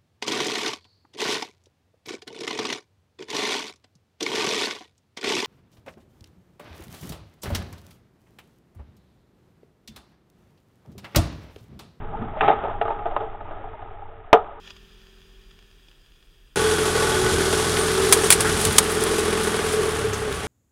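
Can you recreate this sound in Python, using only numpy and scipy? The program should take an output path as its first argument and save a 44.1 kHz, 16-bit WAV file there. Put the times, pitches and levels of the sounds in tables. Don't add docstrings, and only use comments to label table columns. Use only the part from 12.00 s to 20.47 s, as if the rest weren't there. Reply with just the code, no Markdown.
import sys
import numpy as np
from scipy import signal
from scipy.fft import rfft, irfft
from scipy.io import wavfile
from scipy.ndimage import uniform_filter1d

SR = 44100
rng = np.random.default_rng(int(sys.argv[2]) if len(sys.argv) > 2 else 0)


def log_audio(samples):
    frames = np.atleast_2d(samples).T
    limited = np.clip(frames, -1, 1)
    pcm = np.round(limited * 32767).astype(np.int16)
    wavfile.write(sys.argv[1], SR, pcm)


N = 373527
T = np.arange(N) / SR
CUT_AWAY_S, CUT_CLOSE_S, LEAVES_S = 2.6, 4.5585, 5.9

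# t/s, width/s, level/dB
GUSTS = [(5.288, 0.14, -28), (6.5, 0.21, -32), (6.692, 0.034, -26.5), (8.3, .35, -39)]
# f/Hz, level/dB
WIND_TONE = [(20, -28), (45, -6.5), (90, -3), (190, -9.5), (400, -14.5), (1200, -72)]

# multiple of the firing rate, level/dB
FAR_HUM = [(1, 1), (2, -9.5), (4, -11), (5, -9), (9, -6.5), (10, -13)]
# f/Hz, level/dB
FAR_RUMBLE_TONE = [(12, -23), (25, -2), (40, 6.5), (60, -11), (130, -15.5), (300, -24), (400, -17),
                   (520, -29.5), (1000, -41.5)]
FAR_ROAD_TONE = [(300, -7), (700, -11), (1400, -4.5), (1800, -7.5), (2100, -13), (2400, -2.5), (3400, -0.5),
                 (4300, -13), (4900, -10), (5800, -14), (7000, -14), (7800, -29), (10500, -29),
                 (15000, -37)]
# f/Hz, width/Hz, level/dB
FAR_ROAD_RINGS = [(1780, 130, 0), (3280, 100, -3.5), (4850, 69, 5)]
FAR_WHINE = [(8500, 200, 0)]
# t/s, level/dB
STONES = [(2.675, -38), (2.7046, -32), (2.7644, -40), (3.5097, -47), (3.5893, -45), (3.8838, -44),
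          (3.914, -47.5)]

# t/s, f/Hz
FIRING_RATE = [(4.56, 42.46), (4.65, 42.02), (5.21, 41.5), (5.93, 42.59), (7.49, 41.72), (7.83, 41.2),
               (8.1, 34.03), (8.4, 31.6), (8.47, 32.36)]
# multiple of the firing rate, level/dB
EXHAUST_HUM = [(1, -2), (2, 5), (2.5, -6), (3, -4), (3.5, -11.5), (4, 3), (5.5, -1), (6, -7), (6.5, -10.5),
               (7, -5.5)]
# multiple of the firing rate, start/s, end/s, level/dB
PASSING_TONES = [(3, 4.56, 5.76, -37), (10, 3.5, 5.95, -32), (9, 5.17, 6.1, -27), (8, 4.8, 7.3, -37.5),
                 (5, 6.6, 7.6, -35.5), (9, 7.1, 7.85, -37), (3, 8.08, 8.06, -31)]
# t/s, width/s, level/dB
DRONE_SWELLS = [(4.656, .2, -22.5), (5.02, .08, -23.5), (6.15, .2, -24.5), (7.15, 0.35, -27.5),
                (7.807, 0.097, -22), (8.06, 0.068, -25), (8.268, 0.045, -25.5)]
# f/Hz, width/Hz, level/dB
DRONE_RINGS = [(407.8, 18, 0), (433.8, 7.4, 7.5)]
BAY_RINGS = [(1475, 31, -1.5), (862, 8.2, 1), (1137, 14, -3.5), (1890, 15, -12.5), (3330, 83, -4)]
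WHISTLE_RINGS = [(9740, 42, 5), (8700, 90, -2), (14630, 60, -2)]
# f/Hz, level/dB
CLATTER_TONE = [(40, -37), (120, -10.5), (300, -0.5), (500, -7), (590, 1), (660, -3.5), (770, 1),
                (860, -0.5), (950, -4), (1130, 1.5), (1600, -1), (2200, -6), (3300, -8), (5000, -26.5),
                (12000, -54)]
HISS_TONE = [(1200, 1.5), (2500, -6), (3400, 5.5), (4700, 3.5), (7500, 2), (9000, 1.5), (10200, 2),
             (11500, -6), (13000, -13), (15700, -28)]

# t/s, level/dB, t60/s, f/Hz
TICKS = [(5.770, -10, 0.029, 2400), (6.917, -14.5, 0.045, 9700), (7.038, -2.5, .012, 9500),
         (8.133, -19.5, 0.12, 6440), (8.326, -10, 0.011, 3760)]
# t/s, width/s, level/dB
SQUEEZES = [(0.214, 0.074, -32.5), (0.468, 0.055, -32)]
# f/Hz, level/dB
RUB_TONE = [(50, -13.5), (130, 6.5), (260, 1.5), (400, -12), (900, -39.5)]
RUMBLE_TONE = [(6, -1), (12, 13), (20, 7.5), (50, -5), (80, -8), (100, 0), (135, -24), (300, -32.5),
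               (900, -60.5)]
SLOSH_TONE = [(88, -53), (150, -29), (324, -8), (437, -2), (467, -6.5), (521, -23.5), (580, -9.5),
              (824, -2.5), (919, -7.5), (1130, -12.5), (1240, -8.5), (1960, -24), (2340, -33.5),
              (3360, -29.5), (3800, -41), (4940, -73), (8360, -120)]
SPATTER_TONE = [(900, -23.5), (1700, 0.5), (2800, -7), (3800, -15.5)]
# start/s, end/s, slosh/dB, spatter/dB, fall/(dB/s)
GUSHES = [(.16, 0.247, -33.5, -60.5, 69), (.43, 0.518, -26, -37.5, 248), (.56, 0.705, -25.5, -54, 100),
          (0.855, .92, -27, -54, 82), (1.066, 1.237, -30.5, -57.5, 72), (1.475, 1.558, -36, -59.5, 16),
          (2.4, 2.494, -40, -62, 25)]
# f/Hz, width/Hz, level/dB
HOLLOW_RINGS = [(451, 13, 6), (583, 46, -1), (677, 19, 0.5), (822, 24, 4), (905, 44, -9.5), (1230, 130, 0)]
# t/s, level/dB, air pocket f/Hz, air pocket level/dB
SLAPS = [(.218, -34.5, 234, 7.5), (.370, -32.5, 626, 5), (.434, -19, 1270, -3.5), (.484, -11.5, 821, -0.5),
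         (.501, -18.5, 774, 3), (.526, -22.5, 802, -0.5), (.637, -25.5, 1285, -9), (.852, -28, 1225, -4),
         (.878, -24.5, 827, -3), (.904, -25.5, 890, 3), (.989, -32, 840, -11), (1.056, -23.5, 716, -3),
         (1.111, -31.5, 830, -3), (1.205, -28.5, 412, -6), (1.406, -33, 808, -6), (1.509, -32, 630, -4),
         (1.641, -44, 780, 8), (1.818, -34.5, 690, -12), (2.02, -43, 806, 5), (2.343, -16, 457, 3.5)]

# t/s, level/dB, width/s, f/Hz
SQUEAKS = [(5.802, -28.5, 0.012, 8950), (5.827, -29, 0.013, 8900), (5.872, -33, .008, 9000),
           (6.243, -28, .012, 8350), (6.468, -25, 0.025, 1506)]
# t/s, level/dB, t60/s, f/Hz
SNAPS = [(6.1244, -11, 0.072, 7900), (6.3039, 1, 0.013, 9900), (6.311, -17.5, 0.11, 8000),
         (6.324, -13.5, 0.065, 8500), (6.406, -20, 0.042, 9200), (6.651, -17.5, 0.017, 5470),
         (6.783, -4, 0.032, 9540)]
# f/Hz, level/dB
SNAP_TONE = [(300, -23), (650, 0), (1050, 1.5), (3000, 2), (7000, 0), (9700, 8), (12000, -4),
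             (16000, -15.5)]
# t/s, level/dB, t60/s, crack level/dB, air pocket f/Hz
SLOW_BURSTS = [(0.408, -20, .4, 5.5, 797), (0.479, -15.5, .14, -1.5, 854), (0.813, -19, 0.063, -2, 702),
               (1.164, -16, 0.031, -18, 1040), (2.329, 6, .015, -13, 952), (2.333, -7.5, 0.15, -16.5, 720)]
# f/Hz, level/dB
RUSH_TONE = [(110, -51), (180, -20), (320, -12.5), (440, -3), (515, -19.5), (580, -6.5), (800, -4.5),
             (950, -6), (1120, -14), (1250, -9.5), (1450, -16), (2100, -28.5), (2750, -28.5), (3800, -33.5)]
CRACK_TONE = [(400, -20), (900, 0.5), (1600, 10), (2150, 2.5), (2750, 5), (3050, -2.5), (3800, -8)]


def amp(db):
    return 10 ** (np.asarray(db) / 20)


def unit(x):
    return x / np.sqrt(np.mean(x ** 2))


def noise():
    return rng.standard_normal(N)


def wander(rate):
    points = rng.standard_normal(4096)
    return 1.2 * np.interp(T * rate, np.arange(len(points)), points)


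def after(s):
    return np.maximum(T - s, 0)


def swell(s, width, db):
    return amp(db) * np.exp(-((T - s) / width) ** 2)


def held(start, end, db, rise, fall):
    return amp(db - rise * np.maximum(start - T, 0) - fall * after(end))


def fading(db, fall, since=0):
    return amp(db - fall * after(since))


def together(*gains):
    return np.sqrt(sum(g ** 2 for g in gains))


def colour(x, tone):
    hz, db = np.transpose(tone)
    size = 16384
    bins_hz = np.arange(size // 2 + 1) * SR / size
    gain = amp(np.interp(np.log(bins_hz + 1), np.log(hz), db))
    cepstrum = irfft(np.log(gain))[:size // 2]
    response = irfft(np.exp(rfft(2 * cepstrum, size)))
    return signal.oaconvolve(x, response / np.linalg.norm(response))[:N]


def ring(x, rings):
    x = x + 1e-18
    return sum(amp(db) * signal.lfilter(*signal.iirpeak(hz, hz / width, fs=SR), x)
               for hz, width, db in rings)


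def whine(rings):
    return unit(ring(ring(noise(), rings), rings))


def lowpass(x, hz):
    return signal.sosfilt(signal.ellip(8, .2, 80, hz, fs=SR, output="sos"), x)


def clicks(rate, spread_db):
    hits = (rng.random(N) < rate / SR) * rng.choice([-1, 1], N)
    return unit(hits * amp(spread_db * np.minimum(rng.exponential(size=N), 4)))


def decay(start, t60):
    first = int(start * SR)
    span = np.arange(first, min(first + SR // 3, N))
    return span, amp(-60 * (span - first) / SR / t60)


def puff(start, t60):
    span, shape = decay(start, t60)
    out = np.zeros(N)
    out[span] = shape * rng.choice([-1, 1], len(span))
    return out


def hum(firings, tones, waver_db):
    return unit(sum(amp(db + waver_db * wander(9)) * np.sin(2 * np.pi * (k * firings + rng.random()))
                    for k, db in tones))


def wind():
    breeze = amp(-41.5)
    return together(breeze, *(swell(*row) for row in GUSTS)) * colour(noise(), WIND_TONE)


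def far_car(firings):
    stones = sum(amp(db - 6.5) * puff(s, t60=.033) for s, db in STONES)
    wet_grit = swell(2.675, width=.049, db=-52)
    rolling = together(fading(-59, fall=4.5, since=CUT_AWAY_S), wet_grit)
    sizzle = rolling * (noise() + amp(-8.5) * clicks(rate=200, spread_db=6))
    road = colour(sizzle + stones, FAR_ROAD_TONE)
    road = amp(1.5) * road + amp(4.5) * ring(road, FAR_ROAD_RINGS)
    thin_whine = amp(-82) * whine(FAR_WHINE)
    idle_gain = fading(-52, fall=5, since=CUT_AWAY_S) * fading(0, fall=26, since=3.53)
    idle = idle_gain * hum(firings, FAR_HUM, waver_db=1)
    rumble = fading(-53.5, fall=.93, since=CUT_AWAY_S) * colour(noise(), FAR_RUMBLE_TONE)
    return road + thin_whine + idle + rumble


def engine_drone(kicks, gas):
    drive = unit(kicks) + .8 * unit(gas * noise())
    drone = ring(ring(drive, DRONE_RINGS), [(430, 90, 0)])
    power = uniform_filter1d(drone ** 2, int(.09 * SR))
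    return drone / np.sqrt(power + 1e-12)


def passing_tones(firings):
    tones = 0
    for multiple, start, end, db in PASSING_TONES:
        tone = hum(firings + .008 * wander(30), [(multiple, 0)], waver_db=2.5)
        tones += held(start, end, db - 1, rise=34, fall=34) * tone
    return tones


def valve_clatter(pulses):
    clatter = colour(pulses * noise(), CLATTER_TONE)
    bay_gain = amp(-5) + fading(8, fall=15, since=5.1)
    return unit(clatter + bay_gain * ring(clatter, BAY_RINGS))


def engine_hiss(pulses):
    flutter = amp(.7 * wander(30))
    hiss = colour(unit(.17 + pulses) * flutter * noise(), HISS_TONE)
    return unit(hiss + ring(hiss, WHISTLE_RINGS))


def close_engine(firings, firing_hz):
    uneven = firings + .012 * wander(70)
    count = uneven.astype(int)
    strength = amp(3 * rng.standard_normal(1024))[count]
    kicks = strength * np.diff(count, prepend=0)
    gas = strength * np.exp(-(uneven % 1) / .64)
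    pulses = unit(1 + np.exp(-(2 * firings % 1) / 2.2) + 1.2 * gas)
    octaves = np.log2(firing_hz / 42)

    def gain(db, db_per_octave, fall):
        return fading(db + db_per_octave * octaves, fall, since=LEAVES_S)

    swells = [swell(*row) for row in DRONE_SWELLS]
    drone = together(gain(-26, db_per_octave=16, fall=.74), *swells) * engine_drone(kicks, gas)
    tones = passing_tones(firings)
    clatter = gain(-26, db_per_octave=10.5, fall=.41) * valve_clatter(pulses)
    hiss = gain(-28.5, db_per_octave=15, fall=2.57) * engine_hiss(pulses)
    exhaust = gain(-31.5, db_per_octave=4.9, fall=1.2) * hum(firings, EXHAUST_HUM, waver_db=0)
    return exhaust + tones + drone + clatter + hiss


def splats(rate, spread_db, decay_s):
    power = signal.lfilter([1], [1, -np.exp(-1 / (decay_s * SR))], clicks(rate, spread_db) ** 2 + 1e-18)
    return unit(np.sqrt(power) * noise())


def close_tyre():
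    patter = clicks(rate=1400, spread_db=3.5) + amp(-7) * noise()
    patter += amp(3) * splats(rate=45, spread_db=.5, decay_s=.0047)
    spray = held(6.2, 6.86, db=-35.5, rise=28, fall=8.5) * amp(1.9 * wander(14))
    grit = fading(-41.5, fall=15, since=LEAVES_S)
    ticks = sum(ring(puff(s, t60), [(hz, 1400, db)]) for s, db, t60, hz in TICKS)
    return colour(together(spray, grit) * patter, SNAP_TONE) + ticks


def slowed_tyre():
    pressure = together(fading(-37.5, fall=10), *(swell(*row) for row in SQUEEZES))
    rub = amp(-3.5) * pressure * colour(noise(), RUB_TONE)
    return rub + fading(-31.5, fall=4) * colour(noise(), RUMBLE_TONE)


def plop(start, t60, hz):
    span, shape = decay(start, t60)
    pitch_hz = hz * (1.03 - .066 * shape)
    out = np.zeros(N)
    out[span] = 2.23 * (shape - shape ** 10) * np.sin(2 * np.pi * np.cumsum(pitch_hz) / SR)
    return out


def bubbles(per_second=28, middle_hz=717, spread_octaves=.4):
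    gurgle = 0
    for when, pitch, softness in rng.random((int(per_second * CUT_AWAY_S), 3)):
        hz = middle_hz * 2 ** (spread_octaves * (2 * pitch - 1))
        gurgle += amp(.5 - 7.3 * softness) * plop(when * CUT_AWAY_S, t60=.06, hz=hz)
    return gurgle


def slowed_water():
    flow = fading(-34, fall=5)
    drops = fading(-58, fall=3.2)
    for start, end, slosh_db, spatter_db, fall in GUSHES:
        flow = together(flow, held(start, end, slosh_db, rise=259, fall=fall))
        drops = together(drops, held(start, end, spatter_db, rise=259, fall=fall))
    slosh = colour(clicks(rate=220, spread_db=1.5) + amp(2) * noise(), SLOSH_TONE)
    slosh = amp(-4.5) * unit(slosh + amp(-.5) * ring(slosh, HOLLOW_RINGS))
    gurgle = bubbles()
    spatter = colour(clicks(rate=210, spread_db=2.6) + amp(3) * noise(), SPATTER_TONE)
    return flow * (slosh + gurgle) + drops * spatter


def rubber_squeaks():
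    return sum(swell(s, width, db) * whine([(hz, 600, 0)]) for s, db, width, hz in SQUEAKS)


def close_balloons():
    snaps = 0
    for s, db, t60, hz in SNAPS:
        tear = amp(db) * puff(s, t60)
        snaps += amp(7.5) * tear + amp(-2.5) * ring(tear, [(hz, 2500, 0)])
    return colour(snaps, SNAP_TONE)


def slowed_balloons(burst_pocket_db=-2.5, slap_t60=.1, slap_crack_db=-14.5):
    hits = [(*row, burst_pocket_db) for row in SLOW_BURSTS]
    hits += [(s, db, slap_t60, slap_crack_db, hz, pocket_db) for s, db, hz, pocket_db in SLAPS]
    rush = cracks = pockets = 0
    for s, db, t60, crack_db, hz, pocket_db in hits:
        rush += amp(db) * (puff(s, t60) + amp(-38) * puff(s, t60=.85))
        cracks += amp(db + crack_db) * puff(s, t60=.045)
        pockets += amp(db + pocket_db) * plop(s, t60, hz)
    rush = colour(rush, RUSH_TONE)
    rush = amp(-2) * rush + amp(1) * ring(rush, HOLLOW_RINGS)
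    return rush + pockets + colour(cracks, CRACK_TONE)


def scene():
    firing_hz = np.interp(T, *np.transpose(FIRING_RATE))
    firings = np.cumsum(firing_hz) / SR
    slowed = lowpass(slowed_balloons() + slowed_water() + slowed_tyre(), hz=3720)
    close = close_engine(firings, firing_hz) + close_balloons() + close_tyre() + rubber_squeaks() + wind()
    return np.select([T < CUT_AWAY_S, T < CUT_CLOSE_S], [slowed, far_car(firings)], close)[None]


def record(dry):
    memory = np.exp(-1 / (.066 * SR))
    excess = np.maximum(np.abs(dry) - .7, 0)
    overload = signal.lfilter([1 - memory], [1, -memory], excess)
    return lowpass(np.clip(dry / (1 + 6 * overload), -1, 1), hz=15750)


dry = scene()
out = record(dry)
log_audio(out)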